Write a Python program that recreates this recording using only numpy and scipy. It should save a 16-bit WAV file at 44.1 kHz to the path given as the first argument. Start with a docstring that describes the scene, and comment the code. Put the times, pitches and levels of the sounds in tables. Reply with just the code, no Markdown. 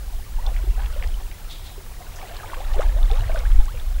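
"""A calm lake: someone in rubber waders takes slow steps, then dips a plastic basin.
The stirred water traps air: single bubbles ring and glide, mostly upward, and one large pocket gulps,
over a patter of small bubbles, slaps of spray and a soft wash. The waders rub briefly,
wind buffets the microphone, and the recorder hisses with a faint high whine."""
import sys
import numpy as np
from scipy import signal
from scipy.io import wavfile

SR = 44100
rng = np.random.default_rng(int(sys.argv[2]) if len(sys.argv) > 2 else 0)


def persist_wave(psi):
    """Save psi, clipped to +-1, as 16-bit WAV."""
    counts = np.round(np.clip(psi, -1, 1) * 32767).astype(np.int16)
    wavfile.write(sys.argv[1], SR, np.atleast_2d(counts).T)


N = 176400
TIME = np.arange(N) / SR
CUTOFF_HZ = 15750


def from_db(db):
    """Decibels to gain."""
    return 10 ** (np.asarray(db) / 20)


def unit_rms(x):
    """Scale to rms 1."""
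    return x / np.sqrt(np.mean(x ** 2) + 1e-20)


def curves(rows):
    """Interpolate each level column over time, per sample."""
    times_s, *columns = np.transpose(rows)
    return [np.interp(TIME, times_s, column) for column in columns]


def db_at(spectrum, hz):
    """Read a spectrum on a log-frequency axis."""
    points_hz, levels_db = np.transpose(spectrum)
    return np.interp(np.log(hz), np.log(points_hz), levels_db)


def add(out, start_s, sound):
    """Mix a sound in at start_s."""
    i = int(np.clip(start_s * SR, 0, N - 1))
    out[i:i + len(sound)] += sound[:N - i]


def drift(corner_hz):
    """Smooth random curve, rms 1."""
    hop, settle = 40, 2000
    pole = np.exp(-2 * np.pi * corner_hz * hop / SR)
    white = rng.standard_normal(N // hop + settle + 2)
    slow = signal.lfilter([1], [1, -2 * pole, pole ** 2], white)[settle:]
    return np.interp(np.arange(N) / hop, np.arange(len(slow)), unit_rms(slow))


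# Stereo width of the noise: (frequency [Hz], side minus mid [dB])
STEREO_WIDTH = [(30, -43), (130, -33), (280, -12.5), (700, -29), (2800, -40), (9000, -10), (15000, -11)]
def banded_noise(spectrum, flicker_db=0, flicker_hz=14):
    """Stereo noise in narrow bands, each with its own level and flicker; rms 1."""
    low_hz, high_hz = spectrum[0][0], min(spectrum[-1][0], CUTOFF_HZ)
    edges_hz = 16500 / 2 ** (np.arange(26)[::-1] / 2.5)
    out, white = 0, rng.standard_normal((2, 2, N + SR // 4))
    for k, band in enumerate(zip(edges_hz, edges_hz[1:])):
        hz, flicker = np.sqrt(band[0] * band[1]), drift(flicker_hz)
        if low_hz <= hz <= high_hz:
            bandpass = signal.butter(3, band, "band", fs=SR, output="sos")
            mid, side = signal.sosfilt(bandpass, white[k % 2])[:, -N:]
            stereo = mid + from_db(db_at(STEREO_WIDTH, hz)) * side * [[1], [-1]]
            out = out + from_db(db_at(spectrum, hz) + flicker_db * flicker) * stereo
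    return unit_rms(out)


# Air and recorder hiss: (frequency [Hz], relative density [dB])
HISS_SPECTRUM = [(120, 4), (250, -6.5), (450, -8.5), (700, -15.5), (1100, -14), (2300, -14.5), (5000, -15),
                 (9000, -16.5), (15500, -17)]
def hiss():
    """Steady noise of the open air and the recorder."""
    return from_db(-47) * banded_noise(HISS_SPECTRUM, flicker_db=0.45)


# Gust strength: (time [s], rumble level [dB], relative flutter level [dB])
GUST_LEVELS = [(0, -27, -48), (0.35, -24.5, -43), (0.6, -17.5, -38.5), (1.03, -20, -41),
               (1.2, -25.5, -45.5), (1.55, -31, -41), (2.05, -35.5, -45), (2.5, -33.5, -39),
               (2.78, -21, -38), (3.02, -14, -34), (3.27, -20, -25), (3.56, -10, -44), (3.72, -25, -33),
               (4, -18, -50)]
# Deep rumble and the flutter above it: (frequency [Hz], relative density [dB])
RUMBLE_SPECTRUM = [(14, -2), (26, 3.5), (45, -4.5), (60, -11), (80, -27)]
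FLUTTER_SPECTRUM = [(65, 3), (100, -0.5), (135, -20), (200, -29), (320, -39)]
# Single pushes of air: (time [s], peak [dB])
AIR_PUSHES = [(2.787, -11), (3.593, -2)]
def wind(buffet_width_s=0.013):
    """Gusts on the microphone: lumpy rumble, flutter and sharp pressure pulses."""
    rumble_db, flutter_db = curves(GUST_LEVELS)
    rumble = from_db(rumble_db) * banded_noise(RUMBLE_SPECTRUM, flicker_db=2)
    flutter = from_db(flutter_db - 4) * banded_noise(FLUTTER_SPECTRUM, flicker_db=2)
    buffets = sum(from_db(db) * np.exp(-np.abs(TIME - s) / buffet_width_s) for s, db in AIR_PUSHES)
    return rumble + flutter - buffets


# Rubs of the waders: (time [s], level [dB])
WADER_RUBS = [(1.512, -38), (1.662, -44)]
# Rubber scuff: (frequency [Hz], relative density [dB])
SCUFF_SPECTRUM = [(1200, 4), (3700, -6), (6000, -14), (11000, -8)]
def waders(attack_s=0.012, decay_s=0.045, squeak_hz=3660, bandwidth_hz=550):
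    """Rubber slides on rubber: a narrow squeaky resonance over a broad scuff."""
    envelope = sum(from_db(db) * np.exp(-np.maximum((s - TIME) / attack_s, (TIME - s) / decay_s))
                   for s, db in WADER_RUBS)
    resonance = signal.iirpeak(squeak_hz, squeak_hz / bandwidth_hz, fs=SR)
    squeak = unit_rms(signal.lfilter(*resonance, rng.standard_normal(N)))
    scuff = from_db(-12) * banded_noise(SCUFF_SPECTRUM)
    return envelope * (squeak + scuff)


def glide(start_hz, rise_oct_per_s, t):
    """Sine with a linear sweep; rise_oct_per_s is the initial slope."""
    pitch_hz = start_hz * (1 + np.log(2) * rise_oct_per_s * t)
    return np.sin(2 * np.pi * np.cumsum(pitch_hz) / SR)


def bubble(hz, ring_s, rise_oct_per_s, attack_cycles=0.44):
    """Trapped air rings and dies; its pitch climbs near the surface (negative rise: it falls)."""
    t = np.arange(int(6 * ring_s * SR) + 2) / SR
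    attack = 1 - np.exp(-(t * hz / attack_cycles) ** 2)
    return attack * np.exp(-t / ring_s) * glide(hz, rise_oct_per_s, t)


def swarm(spectrum, per_s, ring_cycles, spread_db, rise_oct_per_ring):
    """Small bubbles with random onset, pitch, level, ring and rise; rms 1."""
    out, low_hz, high_hz = np.zeros(N), spectrum[0][0], spectrum[-1][0]
    for onset, pitch, faintness, ring, rise in rng.random((int(per_s * N / SR), 5)):
        hz = low_hz * (high_hz / low_hz) ** pitch
        ring_s = ring_cycles * 2 ** (2 * ring - 1) / hz
        db = db_at(spectrum, hz) - spread_db * np.log(faintness + 0.03)  # few loud, many faint
        rise_oct_per_s = 2 * rise * rise_oct_per_ring / ring_s
        add(out, onset * N / SR, from_db(db) * bubble(hz, ring_s, rise_oct_per_s))
    return unit_rms(out)


# Stirring strength: (time [s], relative gurgle level [dB], relative fizz level [dB])
STIR_LEVELS = [(0, -52.5, -57), (0.33, -57, -58), (0.48, -43.5, -50.5), (0.72, -54, -51.5),
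               (0.8, -47.5, -46.5), (1.04, -46.5, -50.5), (1.16, -51.5, -53.5), (1.45, -55, -55),
               (1.95, -52.5, -56), (2.25, -47.5, -46.5), (2.52, -43, -45.5), (2.68, -48, -46.5),
               (2.82, -37, -45), (2.92, -45.5, -48), (3.12, -47.5, -45.5), (3.37, -40.5, -43),
               (3.48, -47.5, -48), (3.75, -53, -51), (4, -51.5, -52.5)]
# Bubble swarms: (pitch [Hz], relative level [dB])
GURGLE_SPECTRUM = [(300, -10.5), (450, -8), (700, 1), (1000, 0.5), (1300, -27)]
FIZZ_SPECTRUM = [(1100, -5), (1700, -3.5), (2600, -5), (3800, -3), (5000, -15), (8000, -13)]
# Wash of moving water: (frequency [Hz], relative density [dB])
WASH_SPECTRUM = [(150, 8), (280, -27), (450, 3.5), (750, 5), (1200, -2.5), (2000, -4.5), (3600, -4.5),
                 (5200, -24), (9000, -11.5), (15000, -27)]
def sloshing(swarm_gain_db=0.5, wash_gain_db=-4.5):
    """Low gurgle, fine fizz and soft wash follow the stirring of the water."""
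    gurgle_db, fizz_db = curves(STIR_LEVELS)
    gurgle = swarm(GURGLE_SPECTRUM, per_s=400, ring_cycles=4.75, spread_db=2.5, rise_oct_per_ring=0.082)
    fizz = swarm(FIZZ_SPECTRUM, per_s=850, ring_cycles=5.8, spread_db=4, rise_oct_per_ring=0.022)
    swarms = from_db(gurgle_db) * gurgle + from_db(fizz_db) * fizz
    wash = from_db((gurgle_db + fizz_db) / 2) * banded_noise(WASH_SPECTRUM, flicker_db=2.5, flicker_hz=17)
    return from_db(swarm_gain_db) * swarms + from_db(wash_gain_db) * wash


# Slaps of spray: (time [s], centre [Hz], relative level [dB], decay [s])
SPRAY_SLAPS = [(.4645, 4020, -37.5, 0.0033), (0.564, 2200, -38.5, 0.0089), (0.8597, 2560, -36.5, .004),
               (.9264, 5000, -44, .003), (1.0249, 2140, -36, 0.003), (1.035, 2220, -33, .0064),
               (1.0745, 3870, -32, 0.001), (1.313, 2600, -38.5, 0.0044), (2.159, 5600, -47, 0.035),
               (2.367, 4280, -35.5, 0.0026), (2.5428, 1980, -30, .004), (2.737, 4050, -35.5, 0.0023),
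               (2.7425, 6500, -41, 0.0027), (2.7575, 9000, -43, .002), (2.791, 1700, -31.5, 0.0024),
               (2.807, 2220, -41.5, 0.024), (2.809, 6050, -42, 0.0062), (2.822, 6500, -41, 0.0023),
               (3.114, 3420, -30.5, .0022), (3.1325, 3300, -33, .002), (3.157, 4300, -41, 0.0017),
               (3.171, 3460, -35, 0.0016), (3.344, 6000, -41, .002), (3.347, 1300, -49, 0.018),
               (3.3744, 2330, -33, 0.0027), (3.390, 5400, -34, 0.0019), (3.655, 6700, -37, 0.0022)]
def spray(gain_db=1, relative_bandwidth=0.53):
    """Spray slaps back on the surface: broad bursts that start at once and die."""
    out, t = np.zeros(N), TIME[:SR // 10]
    for start_s, hz, db, decay_s in SPRAY_SLAPS:
        b, a = signal.iirpeak(hz, 1 / relative_bandwidth, fs=SR)
        white = rng.standard_normal(len(t))
        burst = unit_rms(signal.lfilter(b, a, signal.lfilter(b, a, white)))
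        add(out, start_s, from_db(db + gain_db) * burst * np.exp(-t / decay_s))
    return out


# Single bubbles: (time [s], start pitch [Hz], relative level [dB], ring [s], initial rise [oct/s])
SINGLE_BUBBLES = [ (.385, 828, -35, 0.013, 18.5), (.4643, 3500, -31.5, 0.0048, 3),
                  (.471, 826, -32, 0.012, -7), (.487, 782, -34.5, 0.012, -8), (.639, 350, -29, .0052, 12),
                  (.673, 346, -34.5, 0.0099, 13), (.778, 710, -36.5, .014, 13), (.795, 850, -37, 0.01, -18),
                  (.961, 536, -33, 0.014, 12.5), (1.0255, 2130, -18.5, 0.00077, 8),
                  (1.04, 1700, -31.5, 0.0031, 20), (1.046, 600, -29, 0.0018, -5),
                  (1.141, 3030, -40.5, .006, 1), (1.778, 400, -37, 0.011, -2.5),
                  (2.005, 718, -37.5, 0.014, 3.5), (2.227, 813, -35, 0.017, -9),
                  (2.308, 666, -37.5, 0.028, 3.5), (2.432, 1240, -33, 0.0084, 2),
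                  (2.443, 840, -30, 0.0068, 4), (2.533, 1017, -23, 0.0037, 30),
                  (2.570, 495, -37.5, .041, 4), (2.602, 652, -34, 0.016, 36),
                  (2.743, 770, -29.5, 0.011, 8.5), (2.763, 379, -30.5, .012, 7),
                  (2.779, 487, -29, 0.007, 23), (2.806, 1120, -31, 0.016, 26),
                  (2.818, 1216, -20, 0.0018, 8), (2.963, 558, -34, .032, 12.5),
                  (3.0297, 3570, -28.5, 0.0016, -3), (3.101, 780, -29, .016, 1),
                  (3.115, 407, -31, 0.036, 13), (3.194, 4050, -40, .004, 7), (3.2955, 642, -22, 0.0073, 2),
                  (3.347, 653, -25, 0.0091, -0.5), (3.3595, 1483, -23.5, 0.0035, 6),
                  (3.368, 555, -31.5, .014, 2), (3.4525, 1507, -32.5, 0.0098, 26.5),
                  (3.601, 815, -35, 0.014, 3.5), (3.681, 1020, -39.5, .025, 28.5),
                  (3.7423, 530, -37, 0.015, -6.5), (3.798, 3480, -36, 0.0029, 23)]
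def plops(gain_db=2.5):
    """Trapped bubbles that ring out singly above the swarms."""
    out = np.zeros(N)
    for start_s, hz, db, ring_s, rise_oct_per_s in SINGLE_BUBBLES:
        add(out, start_s, from_db(db + gain_db) * bubble(hz, ring_s, rise_oct_per_s))
    return out


def gulp(start_s=2.7892, level_db=-15.5, swell_s=0.0082, wobble_depth=0.23):
    """A leg pushes forward; a large air pocket wobbles as it closes, its pitch sweeping up."""
    out, t = np.zeros(N), TIME[:SR // 25]
    swell = (t / swell_s) ** 2
    envelope = from_db(level_db) * swell * np.exp(1 - swell)
    wobble = 1 + wobble_depth * drift(corner_hz=160)[:len(t)]
    add(out, start_s, envelope * wobble * glide(start_hz=338, rise_oct_per_s=103, t=t))
    return out


def scene():
    """Hiss and wind behind the waders and the stirred water."""
    return hiss() + wind() + waders() + sloshing() + spray() + plops() + gulp()


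def record(dry, whine_hz=15625, carrier_rms_db=-62.5, flutter_hz=50, flutter_depth=1.1):
    """The recorder adds a thin fluttering whine and cuts the top."""
    flutter = 1 + flutter_depth * np.sin(2 * np.pi * flutter_hz * TIME)
    carrier = from_db(carrier_rms_db) * np.sqrt(2) * np.sin(2 * np.pi * whine_hz * TIME)
    lowpass = signal.ellip(12, 0.1, 70, CUTOFF_HZ, fs=SR, output="sos")
    return signal.sosfilt(lowpass, dry + flutter * carrier)


dry = scene()
out = record(dry)
persist_wave(out)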